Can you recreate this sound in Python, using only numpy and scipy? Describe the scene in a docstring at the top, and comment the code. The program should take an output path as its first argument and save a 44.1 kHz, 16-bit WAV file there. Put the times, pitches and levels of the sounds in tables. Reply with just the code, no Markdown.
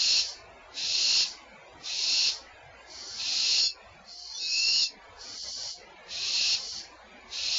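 """Two barn owls begging in a hollow tree

Two barn owls beg with harsh hisses, made of noise shaped by throat resonances, near a small nest camera.
The louder owl's hisses swell as its resonances rise; a softer, thinner owl overlaps and follows.
For a while the hisses sound hollow and whistly, with thin tones, some sliding. The wooden hollow adds
a short tail to the hisses. Filtered noise hushes behind them with a trace of hum, and the camera's
input flattens the loudest peaks."""
import sys
import numpy as np
from scipy import signal
from scipy.io import wavfile
from scipy.ndimage import uniform_filter1d

SR = 44100
rng = np.random.default_rng(int(sys.argv[2]) if len(sys.argv) > 2 else 0)


def store_wav(level_fs):
    """Save 16-bit WAV to argv[1]."""
    pcm = np.round(np.clip(np.atleast_2d(level_fs), -1, 1) * 32767)
    wavfile.write(sys.argv[1], SR, pcm.T.astype(np.int16))


N = 334278  # length in samples
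FRAME, HOP = 2048, 512  # samples per slice of sound, and samples from one slice to the next
FRAME_S = np.arange(N // HOP + 3) * HOP / SR
BIN_HZ = np.fft.rfftfreq(FRAME, 1 / SR)
SHOULDER_HZ, EDGE_HZ = 7300, 8010  # where the treble drops to a faint shoulder, and where it ends


def gain_of(db):
    """Decibels to amplitude."""
    return 10 ** (np.asarray(db) / 20)


def evened(x):
    """Scales to an rms of 1."""
    return x / np.sqrt(np.mean(x ** 2) + 1e-20)


def read(points, hz):
    """A curve in dB over pitch, joined on a log-frequency axis."""
    point_hz, db = np.transpose(points)
    return np.interp(np.log(hz + 1), np.log(point_hz + 1), db)


def curve(points, t):
    """A control curve, joined by straight lines in time."""
    return np.interp(t, *np.transpose(points))


def wobble(count, size):
    """Smooth random drift of rms 1: noise averaged twice over `size` points."""
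    noise = rng.standard_normal(count)
    return evened(uniform_filter1d(uniform_filter1d(noise, size), size))


def patches(abruptness, rarity):
    """Narrow patches of pitch that switch on (+1) and off (-1) at random (frames x bins)."""
    field = rng.standard_normal((len(FRAME_S), len(BIN_HZ)))
    field = uniform_filter1d(field, size=7, axis=0)
    field = evened(uniform_filter1d(field, size=3, axis=1))
    return np.tanh(abruptness * (field - rarity))


def turbulence(colour):
    """Noise of even power whose spectrum follows colour (frames x bins)."""
    white = rng.standard_normal((len(FRAME_S) - 1) * HOP)
    slices = signal.stft(white, nperseg=FRAME, noverlap=FRAME - HOP)[2]
    colour = colour / np.sqrt(np.mean(colour ** 2, axis=1, keepdims=True))
    return signal.istft(slices * colour.T, nperseg=FRAME, noverlap=FRAME - HOP)[1][:N]


def add(mix, s, sound):
    """Mixes a sound in at time s, in seconds."""
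    part = mix[round(s * SR):][:len(sound)]
    part += sound[:len(part)]


# The tone colour of the steady hush. Each row: pitch in Hz, relative strength in dB per Hz.
HUSH_COLOUR = [(20, -7.5), (60, -0.5), (150, -9), (300, -6.5), (480, -2), (700, 0), (1000, -2), (1280, -7),
               (1600, -4.5), (2350, -4.5), (3200, -17), (4700, -18.5), (5300, -26), (7200, -23.5)]
# How deeply the hush flickers. Each row: pitch in Hz, flicker depth in dB.
FLICKER_DEPTH = [(60, 5), (200, 14), (400, 8.5), (750, 3), (1300, 10), (2200, 7), (3200, 15), (7000, 12)]
# Brief dips of the hush. Each row: middle in seconds, half length in seconds, depth in dB.
HUSH_DIPS = [(3.709, .045, 12), (4.19, 0.11, 11), (4.5, 0.32, 6), (4.865, 0.045, 11), (5.409, 0.029, 16.5),
             (5.537, 0.029, 14), (5.74, 0.039, 14), (6.706, .02, 9)]


def background():
    """A low hush that flickers in narrow, watery patches and dips briefly, with a wavering trace of mains hum."""
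    hush_db = -50.5
    hum_hz, hum_db = 60, -69  # hum level before it wavers
    t = np.arange(N) / SR
    flicker_db = read(FLICKER_DEPTH, BIN_HZ) * (patches(abruptness=6.0, rarity=0.43) - .5)
    colour = gain_of(read(HUSH_COLOUR, BIN_HZ) + flicker_db) * (BIN_HZ < EDGE_HZ)
    hush = gain_of(hush_db) * turbulence(colour)
    dip_db = sum(depth_db * np.exp(-((t - middle) / half) ** 2) for middle, half, depth_db in HUSH_DIPS)
    waver = 1 + .5 * wobble(N, size=2500)
    hum = gain_of(hum_db) * waver * np.sin(2 * np.pi * hum_hz * t)
    return hush * gain_of(-dip_db) + hum


# Thin tones that come and go. Each row: start in seconds, length in seconds, pitch at the middle in Hz,
# glide in Hz per second, level at the middle in dB before it shakes.
THIN_WHISTLES = [ (3.61, 0.044, 6790, 1, -44), (3.625, 0.051, 5400, -1, -38),
                 (3.631, 0.068, 3470, -600, -37), (3.654, 0.086, 2660, -1000, -47.5),
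                 (4.059, 0.26, 711, 61, -59.5), (4.278, .09, 885, 300, -58), (4.335, .06, 3490, 500, -45),
                 (4.339, .06, 5930, 3, -42.5), (4.345, 0.067, 5690, -2, -42), (4.38, 0.089, 3750, 0, -41),
                 (4.409, 0.11, 2566, -600, -42), (4.431, .06, 3930, -2, -36.5), (4.498, .06, 5700, 2, -38),
                 (4.50, 0.13, 2593, 600, -35.5), (4.531, .15, 2700, 700.5, -32),
                 (4.571, 0.089, 5880, -500, -38.5), (4.619, .14, 2680, 599.5, -35),
                 (4.66, .16, 2797, 800.5, -33.5), (4.73, 0.085, 2970, 2, -39), (4.787, 0.063, 3920, 1, -39),
                 (4.78, .06, 3730, -1, -37), (4.807, 0.071, 2716, -1500, -38), (4.817, 0.049, 3580, 1, -37),
                 (4.82, .055, 5980, 0, -42), (5.72, 0.097, 715, -2, -56.5)]


def whistles():
    """Thin, unsteady tones; each swells and fades, its pitch held or sliding."""
    waver, shake = .003, .35  # rms unsteadiness of pitch and of level, as fractions
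    fade_db = 10.5  # how far a whistle is below its peak at its start and end
    out = np.zeros(N)
    t = np.arange(-SR // 4, SR // 4) / SR  # time from the middle of a whistle
    for start, length, pitch_hz, glide, db in THIN_WHISTLES:
        hz = (pitch_hz + glide * t) * (1 + waver * wobble(len(t), size=300))
        level = gain_of(db - fade_db * (2 * t / length) ** 4)
        level = level * (1 + shake * wobble(len(t), size=300))
        tone = np.sin(2 * np.pi * np.cumsum(hz) / SR)
        add(out, start + length / 2 + t[0], level * tone)
    return out


def effort(hisses, t, swell_db, attack_db_per_s, release_db_per_s):
    """Blowing strength in dB: a quick start, a swell that levels off at the peak, a quick release."""
    each = []
    for start, length, peak_db, _ in hisses:
        still_to_swell = (1 - np.clip((t - start) / length, 0, 1)) ** 2
        before_s = np.maximum(start - t, 0)
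        after_s = np.maximum(t - start - length, 0)
        each.append(peak_db - swell_db * still_to_swell
                    - attack_db_per_s * before_s - release_db_per_s * after_s)
    return np.maximum(np.max(each, axis=0), -120)


def tilt(hisses, t):
    """Each hiss keeps its own treble tilt, in dB per octave."""
    start, length, _, slope = np.transpose(hisses)
    nearest = np.argmin(abs(t[:, None] - start - length / 2), axis=1)
    return slope[nearest]


# How hollow and whistly the hisses sound. Each row: time in seconds, hollowness from 0 to 1.
HOLLOW_CURVE = [(3.595, 0), (3.635, 1), (4.05, 0.5), (4.33, 0.8), (4.45, 0.8), (4.88, 0.57), (5.15, 0)]


def owl(hisses, throat, rush, full_db, swell_db, attack_db_per_s, release_db_per_s, rise, blur, rasp,
        rush_loss_db=19, streak_db=9, grain_db=2):
    """Turbulent air through a throat whose resonances climb and stand out more with effort."""
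    t = np.arange(N) / SR
    effort_db = effort(hisses, t, swell_db, attack_db_per_s, release_db_per_s)
    slack_db = np.clip(full_db - np.interp(FRAME_S, t, effort_db), 0, 10)[:, None]
    hollowness = np.clip(curve(HOLLOW_CURVE, FRAME_S), 0, 1)[:, None]
    slack_db = slack_db * (1 - hollowness)  # a hollow hiss keeps its sharp resonances when soft
    hz = BIN_HZ * (1 + rise * slack_db)  # reading the curves higher up places the resonances lower
    ring_power = sum(gain_of(db + change * hollowness) ** 2 / 2 ** ((2 * (hz - f) / width) ** 2)
                     for f, width, db, change in throat)
    # in a hollow hiss the broad rush sinks and the sound breaks into thin streaks
    streaks = hollowness * patches(abruptness=3.3, rarity=0.4)
    rush_db = read(rush, hz) + blur * slack_db
    breadth = gain_of(rush_db + streak_db * streaks - rush_loss_db * hollowness)
    octaves_up = np.log2(np.maximum(BIN_HZ / 2000, 1))
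    tilt_db = tilt(hisses, FRAME_S)[:, None] * octaves_up
    hiss = turbulence(np.sqrt(ring_power + breadth ** 2) * gain_of(tilt_db + grain_db * streaks))
    flutter = np.exp(rasp * wobble(N, size=120))  # the jet flaps unevenly
    return hiss * evened(flutter) * gain_of(effort_db)


# The soft owl's hisses, often half hidden under the loud one's. Each row: start in seconds,
# length in seconds, peak effort in dB, treble tilt above 2000 Hz in dB per octave.
SOFT_OWL_HISSES = [ (-0.2, 0.49, -34, 0.61), (0.8, 0.5, -37, .5), (1.85, 0.5, -38, 0),
                   (2.91, 0.53, -36, 0.077), (4.09, 0.46, -39, 0.051), (5.215, 0.49, -35, 0),
                   (6.29, 0.5, -36, 0)]
# Its throat resonances at full effort. Each row: pitch in Hz, width at half power in Hz,
# relative strength in dB, change in dB when fully hollow.
SOFT_OWL_THROAT = [(2980, 210, -16.5, -10), (4224, 120, -1.5, -1), (4596, 330, 0, -7.5),
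                   (5250, 330, -4, -8.5), (5830, 680, -8, -13)]
# Its broad rush of air at the beak. Each row: pitch in Hz, relative strength in dB per Hz.
SOFT_OWL_RUSH = [(60, -51.5), (2600, -35.5), (3000, -15.5), (3850, -15), (4300, -8), (5800, -7.5),
                 (6200, -14), (7300, -13)]


def soft_owl():
    """The thinner owl: a gentle swell, and resonances that hardly move with effort."""
    return owl(SOFT_OWL_HISSES, SOFT_OWL_THROAT, SOFT_OWL_RUSH, full_db=-36.5, swell_db=7.5,
               attack_db_per_s=398, release_db_per_s=200, rise=0.00089, blur=0.11, rasp=0.054)


# The loud owl's hisses. Each row: start in seconds, length in seconds,
# peak effort in dB before the mix adds its boost, treble tilt above 2000 Hz in dB per octave.
LOUD_OWL_HISSES = [ (-0.25, 0.45, -23, 0), (0.775, 0.45, -22.5, 0), (1.86, 0.43, -24, 0),
                   (3.2, 0.46, -23.5, -1), (4.41, 0.43, -24, 1), (6.115, 0.43, -25.5, -1.5),
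                   (7.335, 0.47, -24, -1)]
# Its throat resonances at full effort. Each row: pitch in Hz, width at half power in Hz,
# relative strength in dB, change in dB when fully hollow.
LOUD_OWL_THROAT = [(2715, 168, -7, -11), (4294, 240, 1, -1), (4680, 480, -4.5, 1), (5250, 480, -3.5, 0),
                   (6746, 250, -11, 1.5)]
# Its broad rush of air at the beak. Each row: pitch in Hz, relative strength in dB per Hz.
LOUD_OWL_RUSH = [(60, -46), (1200, -37.5), (2250, -26.5), (2650, -11.5), (3200, -15), (3650, -11),
                 (4000, -6), (5000, -14), (5800, -9.5), (6300, -14), (7300, -19)]


def loud_owl():
    """The main owl: a strong swell, and resonances that climb and stand out with effort."""
    return owl(LOUD_OWL_HISSES, LOUD_OWL_THROAT, LOUD_OWL_RUSH, full_db=-24.5, swell_db=12.5,
               attack_db_per_s=450, release_db_per_s=396, rise=0.0047, blur=0.56, rasp=0.05)


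def cavity(x, wet_db):
    """Close wooden walls return a short, dense tail."""
    t60 = .15  # seconds for the tail to fall by 60 dB
    t = np.arange(SR // 4) / SR
    taps = rng.standard_normal(len(t)) * (t > .003) * gain_of(-60 * t / t60)
    tail = signal.fftconvolve(x, taps / np.linalg.norm(taps))[:N]
    return x + gain_of(wet_db) * tail


def scene():
    """Both owls in the tree, heard by one microphone and sent alike to both channels."""
    owls = gain_of(0.5) * loud_owl() + soft_owl()
    mono = cavity(owls, wet_db=-8) + whistles() + background()
    return np.array([mono, mono])


def record(dry, ceiling_db=-17.0, lopsided_db=1, knee=5, shoulder_db=-26):
    """The camera's input rounds off peaks a little lopsidedly; its treble drops to a faint shoulder, then ends."""
    ceiling = gain_of(ceiling_db + lopsided_db * np.sign(dry))
    rounded = dry / (1 + abs(dry / ceiling) ** knee) ** (1 / knee)
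    rounded = signal.sosfilt(signal.butter(2, 20, "highpass", fs=SR, output="sos"), rounded)
    main = signal.firwin(2047, SHOULDER_HZ, window=("kaiser", 9), fs=SR)
    fringe = signal.firwin(2047, EDGE_HZ, window=("kaiser", 9), fs=SR)
    lowpass = main + gain_of(shoulder_db) * (fringe - main)
    return signal.oaconvolve(rounded, lowpass[None], "same")


dry = scene()
out = record(dry)
store_wav(out)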